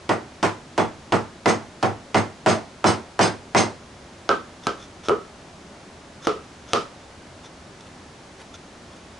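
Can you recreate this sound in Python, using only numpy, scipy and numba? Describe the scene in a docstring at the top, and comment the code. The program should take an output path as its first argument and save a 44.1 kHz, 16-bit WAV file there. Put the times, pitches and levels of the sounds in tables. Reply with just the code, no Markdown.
"""A steady low rush fills a small workshop, and almost at once a mallet starts driving a dovetail home.
Eleven blows from above excite the modes of work, vise and bench; the bass grows as the joint seats,
and the hardest blows set loose steel jingling. Lighter taps then land on the face of the board, and
the wood squeaks and rubs as it is shifted. The room answers every knock with reflections and a short
diffuse tail, and a limiter flattens the peaks."""
import sys
import numpy as np
from scipy import signal
from scipy.fft import rfft, irfft
from scipy.io import wavfile
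from scipy.ndimage import uniform_filter1d
from numba import njit

SR = 44100
rng = np.random.default_rng(int(sys.argv[2]) if len(sys.argv) > 2 else 0)


def inscribe(sig):
    """Save sig as 16-bit PCM at rate SR to the path in sys.argv[1].

    A 1-D sig is mono; a 2-D sig holds one channel per row.
    Samples are clipped to [-1, 1] before scaling.
    """
    pcm = np.round(np.clip(np.atleast_2d(sig).T, -1, 1) * 32767)
    wavfile.write(sys.argv[1], SR, pcm.astype(np.int16))


N = 405279
AGE = np.arange(SR * 6 // 10) / SR  # seconds since the onset of one short sound
HZ = np.fft.rfftfreq(len(AGE), 1 / SR)  # frequency axis of such a sound
MEDIUM_FORCE_DB = -13

# Spectrum of the background. Each row: frequency in Hz, relative level in dB.
RUSH_SPECTRUM = [(15, -10), (25, -19.5), (64, -4), (83, -0.5), (104, -6), (169, -3.5), (207, -4), (241, -3),
                 (311, -5.5), (362, -5.5), (505, -11), (545, -7), (2580, -20), (6280, -24), (11000, -35.5),
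                 (14300, -95), (22000, -120)]
# Stereo width of the background. Each row: frequency in Hz, side level against mid in dB.
RUSH_WIDTH = [(60, -29), (190, -22.5), (620, -9.5), (2000, -5.5), (11000, -7.5)]
# Mallet blows from above and taps on the board's face.
# Each row: start in seconds, force in dB, contact hardness in dB, note of the struck spot in Hz.
BLOW_STRIKES = [(.0920, -13.5, -2.5, 1930), (.428, -14, 6, 1020), (.7780, -13, -1, 3396),
                (1.1220, -12.5, -0.5, 1204), (1.4579, -8, 1, 2010), (1.8273, -14, -1.5, 773),
                (2.1447, -11, 3.5, 2083), (2.4615, -7.5, 3.5, 640), (2.842, -6.5, 0, 1307),
                (3.1917, -6, 2.5, 1570), (3.5477, -5.5, 0, 2070)]
TAP_STRIKES = [(4.2912, -14.5, -0.5, 1542), (4.6688, -23.5, 2.5, 1550), (5.0850, -27, 0, 3010),
               (5.0945, -17, -11.5, 423), (6.2708, -20, 1.5, 415), (6.7335, -16.5, 5.5, 1240)]
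# Spectra of a blow's thud, a tap's thud, the contact click, steel chattering on the bench,
# and hand rubbing on board. Each row: frequency in Hz, relative level in dB.
BLOW_SPECTRUM = [(30, -57), (60, -43), (95, -3), (145, -6), (235, -1.5), (410, -1), (650, -4), (900, -2.5),
                 (1650, -12), (2150, -15.5), (3600, -28.5), (5200, -31), (8200, -35), (11000, -48)]
TAP_SPECTRUM = [(50, -8), (110, -0.5), (220, -7.5), (440, -0.5), (600, -4.5), (1000, -7), (1290, 6.5),
                (1550, -12.5), (1900, -15.5), (3000, -17), (5500, -27), (11000, -45.5)]
CLICK_SPECTRUM = [(300, 16.5), (2000, -3), (3050, 5.5), (3800, -1.5), (5200, 1), (7500, -11),
                  (11000, -19.5)]
CHATTER_SPECTRUM = [(500, -8), (2000, 12), (3500, 12), (5400, 12), (7200, 3), (9000, 5.5), (11000, -38)]
RUB_SPECTRUM = [(500, 4), (1300, -5), (3000, -7), (6000, -15), (11000, -21)]
# First reflections from floor and walls. 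Each row: delay in seconds, left gain, right gain.
REFLECTIONS = [(.0092, 0.4, 0.31), (0.016, .4, 0.38), (0.022, 0.87, 1), (0.031, 0.23, 0.27)]
# Normal modes of the clamped work with its bench, of the loose steel, and of the board's face.
# Each row: frequency in Hz, relative level in dB.
WORKBENCH_MODES = [(97, -10), (107, -3), (176, -3.5), (223, 7), (290, -32), (325, 6.5), (366, 4), (406, -1),
                   (468, 4), (562, -9), (604, 6.5), (693, 5.5), (754, 5), (862, 5.5), (923, 2.5),
                   (1025, -13), (1160, -33), (1235, -8), (1323, 1), (1505, -2.5)]
LOOSE_STEEL_MODES = [(2982, 1.5), (3978, -10), (4183, 1), (4786, -2), (4996, 4.5), (5390, -4), (5539, -4),
                     (6352, -2), (6400, 7), (7160, -29), (7779, -14), (8252, -9), (8310, 0), (8800, -29),
                     (10314, -3.5)]
BOARD_FACE_MODES = [(238, -9), (325, -1), (406, 3), (468, 2.5), (556, 2), (692, -4), (802, -2.5),
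                    (1130, -4), (1228, -5.5), (1272, -9), (1325, 9.5), (1505, -24)]
# Slips of the wood as it is held and shifted.
# Each row: midpoint in seconds, length in seconds, level in dB, share of squeak from 0 to 1.
SLIPS = [(4.648, 0.052, -44, 0.45), (4.822, 0.1, -47, 0.6), (5.061, 0.063, -41.5, 0.5),
         (6.257, 0.087, -40.5, 0.6), (6.711, 0.11, -45.5, 0.55), (7.458, 0.052, -45.5, 0.62),
         (7.81, 0.0087, -44, 0.3), (7.87, 0.039, -50, .02), (8.412, 0.052, -44, 0),
         (8.551, 0.032, -42.5, 0.55), (8.942, 0.17, -54, 0.2)]
# Resonances of the tight joint as it slips. Each row: frequency in Hz, width in Hz, relative level in dB.
JOINT_RESONANCES = [(1350, 160, -1), (3500, 400, -2), (5300, 300, -7), (5950, 400, -9), (6450, 250, -9)]


def undb(db):
    """Amplitude ratio of a level in decibels."""
    return 10 ** (np.asarray(db) / 20)


def unit(x):
    """Normalisation to rms 1."""
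    return x / np.sqrt(np.mean(x ** 2))


def curve(points, hz):
    """Interpolation of (Hz, dB) points in log frequency, falling 6 dB per octave below the first."""
    point_hz, db = np.transpose(points)
    hz = np.maximum(hz, 1)
    return np.interp(np.log(hz), np.log(point_hz), db) + 20 * np.log10(np.minimum(hz / point_hz[0], 1))


def colour(x, spectrum, size=4096):
    """Minimum-phase filtering to a given spectrum; white noise keeps its power."""
    cepstrum = irfft(np.log(undb(curve(spectrum, np.fft.rfftfreq(size, 1 / SR)))))
    causal = 2 * cepstrum * (np.arange(size) < size // 2)
    response = irfft(np.exp(rfft(causal)))
    return signal.fftconvolve(x, response[None] / np.linalg.norm(response))[:, :x.shape[1]]


def filtered(x, response):
    """Linear filtering: the spectrum of a short sound is multiplied by a frequency response."""
    return irfft(rfft(x) * response, len(AGE))


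def resonance(centre_hz, width_hz):
    """Frequency response of a damped oscillator, gain 1 at its centre."""
    return 1j * HZ * width_hz / (centre_hz ** 2 - HZ ** 2 + 1j * HZ * width_hz)


def fade(t60):
    """Exponential decay of 60 dB in t60 seconds."""
    return undb(-60 * AGE / t60)


def noise(side_db):
    """Partly correlated stereo noise: the weaker the side signal, the narrower the image."""
    mid, side = rng.standard_normal((2, len(AGE)))
    return mid + undb(side_db) * np.array([side, -side])


def add(out, start_s, sound):
    """Superposition of a sound on the mix."""
    start = max(int(start_s * SR), 0)
    out[:, start:start + sound.shape[1]] += sound[:, :out.shape[1] - start]


def rush(level_db=-44.5):
    """Stationary low noise, coherent between left and right in the bass and wider above."""
    mid, side = colour(rng.standard_normal((2, N)), RUSH_SPECTRUM)
    width = undb(curve(RUSH_WIDTH, np.fft.rfftfreq(N, 1 / SR)))
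    side = irfft(rfft(side) * width, N)
    return (mid + np.array([side, -side])) * undb(level_db)


def room(still_field, direct_db, echo_db, t60, build_s):
    """Impulse response: direct pulse, reflections, and a diffuse tail that varies as the worker moves."""
    field = 0.78 * still_field + 0.54 * noise(side_db=-2)
    out = field * (1 - np.exp(-AGE / build_s)) * fade(t60)
    out[:, 0] += undb(direct_db)
    for delay_s, left, right in REFLECTIONS:
        out[:, int(delay_s * SR)] += undb(echo_db) * np.array([left, right])
    return out


def mode_phases(modes, spread_rad):
    """Phase difference: each mode arrives left and right with its own phase."""
    turn, skew = rng.random(len(modes)), rng.choice([-1, 1], len(modes))
    return 2 * np.pi * turn + spread_rad * np.array([skew, -skew])


def ring(modes, phases, t60, droop, scatter_db, detune, build_cycles=0):
    """Free vibration: low modes last longest; each strike varies their tuning and weight a little."""
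    hz, db = np.transpose(modes)[:, :, None]
    hz = hz * (1 + detune * rng.standard_normal(hz.shape))
    gain = undb(db + scatter_db * rng.standard_normal(hz.shape))
    gain = gain / np.sqrt(np.sum(gain ** 2) / 2)
    decay = fade(t60 * (hz / np.median(hz)) ** -droop)
    swell = 1 - np.exp(-AGE * hz / (build_cycles + 1e-9))
    return np.sum(gain * decay * swell * np.sin(2 * np.pi * hz * AGE + phases[..., None]), axis=1)


def tilt(start_s, force_db, hardness_db, bass_db, middle_db, seating_s=0.47, slack_corner_hz=214):
    """Coupling: a hard contact passes more treble, and the joint passes little bass until it seats."""
    bass = bass_db - 0.4 * (force_db - MEDIUM_FORCE_DB)  # bass grows more slowly than the force
    middle = middle_db + 0.087 * hardness_db
    looseness = np.exp(-(start_s - BLOW_STRIKES[0][0]) / seating_s)
    slack_db = -8.5 * looseness / (1 + (HZ / slack_corner_hz) ** 4)
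    balance = [(1, bass), (110, bass), (200, 0), (550, 0), (1350, middle), (4500, hardness_db)]
    return undb(slack_db + curve(balance, HZ))


def dispersion(lag_cycles):
    """Dispersion: low bending waves travel slower in wood, so the thud follows the crack."""
    return np.exp(-2j * np.pi * lag_cycles * np.log(np.maximum(HZ, 1)))


def knocks(strikes, spectrum, modes, lag_cycles, direct_db, echo_db, room_t60, build_s,
           ring_db, ring_t60, bass_db, middle_db, spot_db, spot_db_per_octave, spot_t60,
           click_db, click_per_hardness, click_t60, click_room_db, pan_db):
    """Impact excitation: mallet on wood gives a click, a broad thud through the room and ringing modes."""
    out = np.zeros((2, N))
    still_field, phases = noise(side_db=-8), mode_phases(modes, spread_rad=0.09)
    for start_s, force_db, hardness_db, spot_hz in strikes:
        thud = colour(room(still_field, direct_db, echo_db, room_t60, build_s), spectrum)
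        tone = ring(modes, phases, ring_t60, droop=0.18, scatter_db=1, detune=0.0039, build_cycles=1.08)
        balance = tilt(start_s, force_db, hardness_db, bass_db, middle_db)
        body = filtered(thud + undb(ring_db) * tone, balance * dispersion(lag_cycles))
        # the struck spot brings out one note of the board, the weaker the higher it is
        note = unit(filtered(noise(side_db=-9), resonance(spot_hz, width_hz=92) ** 2)) * fade(spot_t60)
        note *= undb(spot_db + spot_db_per_octave * np.log2(spot_hz / 1200))
        # the click depends on the hardness of the contact, not on the weight behind it
        click_decay = fade(click_t60) + undb(click_room_db) * fade(room_t60)
        click = colour(noise(side_db=-17.5) * click_decay, CLICK_SPECTRUM)
        click *= undb(click_db + click_per_hardness * hardness_db)
        knock = undb(force_db) * (body + note) + click
        end_taper = np.minimum(10 * (AGE[-1] - AGE), 1)
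        add(out, start_s, knock * end_taper)
    return out * undb(np.array([[pan_db], [-pan_db]]) / 2)


def blows():
    """Coupled vibration: blows from above shake the clamped work and its bench together."""
    return knocks(BLOW_STRIKES, BLOW_SPECTRUM, WORKBENCH_MODES, lag_cycles=1.2, pan_db=-1.4,
                  direct_db=15, echo_db=17, room_t60=0.28, build_s=0.0083,
                  ring_db=-3, ring_t60=0.24, bass_db=5, middle_db=1,
                  spot_db=-11.5, spot_db_per_octave=-6.5, spot_t60=0.3,
                  click_db=-19.5, click_per_hardness=0.16, click_t60=0.034, click_room_db=-12.5)


def loose_steel(lag_s=0.017, chatter_s=0.025, bounces=6, ring_db=-2, ring_t60=0.18, swell_s=0.0093):
    """Nonlinear rattling: steel jumps at a hard blow, lands a moment later and chatters as it rings."""
    out = np.zeros((2, N))
    for start_s, force_db, *_ in BLOW_STRIKES:
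        level_db = -42.5 + 3.01 * (force_db - MEDIUM_FORCE_DB)  # about the cube of the force
        landing_s = chatter_s * (np.arange(bounces) + rng.random(bounces) / 2) / bounces
        landings = np.zeros((1, len(AGE)))
        landings[0, (landing_s * SR).astype(int)] = 1 / np.sqrt(bounces)
        contact = colour(noise(side_db=-11) * (fade(0.26) + 3 * fade(0.021)), CHATTER_SPECTRUM)
        chatter = signal.fftconvolve(contact, landings)[:, :len(AGE)]
        phases = mode_phases(LOOSE_STEEL_MODES, spread_rad=0.3)
        tone = ring(LOOSE_STEEL_MODES, phases, ring_t60, droop=0.07, scatter_db=3.5, detune=0.0012)
        # the landings feed the ring, so its decay is held off until they stop
        decay_held_off = np.maximum(fade(ring_t60), undb(-60 * chatter_s / ring_t60))
        feed = np.minimum(AGE / swell_s, 1) / decay_held_off
        add(out, start_s + lag_s, undb(level_db) * (chatter + undb(ring_db) * tone * feed))
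    return out


def taps():
    """Modal response: lighter taps on the board's face excite its own modes, with little bass."""
    return knocks(TAP_STRIKES, TAP_SPECTRUM, BOARD_FACE_MODES, lag_cycles=1.0, pan_db=-0.8,
                  direct_db=27.5, echo_db=17, room_t60=0.3, build_s=0.0019,
                  ring_db=0.5, ring_t60=0.21, bass_db=-15.5, middle_db=-2,
                  spot_db=-6, spot_db_per_octave=-5.5, spot_t60=0.26,
                  click_db=-13.5, click_per_hardness=2.15, click_t60=0.0092, click_room_db=-22)


def scuffs(grain_db=2, grain_samples=200):
    """Friction: brief grainy slips make the joint squeak in its resonances while hand and board rub."""
    out = np.zeros((2, N))
    joint = unit(sum(undb(db) * np.abs(resonance(hz, width)) ** 2 for hz, width, db in JOINT_RESONANCES))
    for midpoint_s, length_s, level_db, squeak_share in SLIPS:
        swell = np.sin(np.pi * np.minimum(AGE / length_s, 1))
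        grain = np.repeat(rng.standard_normal(len(AGE)), grain_samples)[:len(AGE)]
        friction = noise(side_db=-16) * undb(grain_db * grain)
        squeak = np.sqrt(squeak_share) * filtered(friction, joint)
        rub = np.sqrt(1 - squeak_share) * colour(friction, RUB_SPECTRUM)
        add(out, midpoint_s - length_s / 2, undb(level_db) * swell * (squeak + rub))
    return out


def scene():
    """Superposition of blows, taps, steel and scuffs on the background."""
    return blows() + taps() + loose_steel() + scuffs() + rush()


@njit
def follow_peaks(level, release):
    """Envelope detection: an instant rise, then a fall by a fixed share each sample."""
    out, held = np.empty(len(level)), 0.
    for i in range(len(level)):
        held = max(level[i], held * release)
        out[i] = held
    return out


def record(dry, ceiling_db=-13, release_s=0.041, cutoff_hz=11000):
    """Limiting, then a low-pass: clicks slip through while the body of a knock is held down."""
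    power = uniform_filter1d(np.mean(dry ** 2, axis=0), size=132)  # 3 ms average
    level = follow_peaks(np.sqrt(np.abs(power)) + 1e-9, np.exp(-1 / (release_s * SR)))
    gain = uniform_filter1d(np.minimum(1, undb(ceiling_db) / level), size=45)
    low_pass = signal.ellip(10, 0.2, 80, cutoff_hz, fs=SR, output="sos")
    return signal.sosfilt(low_pass, dry * gain)


dry = scene()
out = record(dry)
inscribe(out)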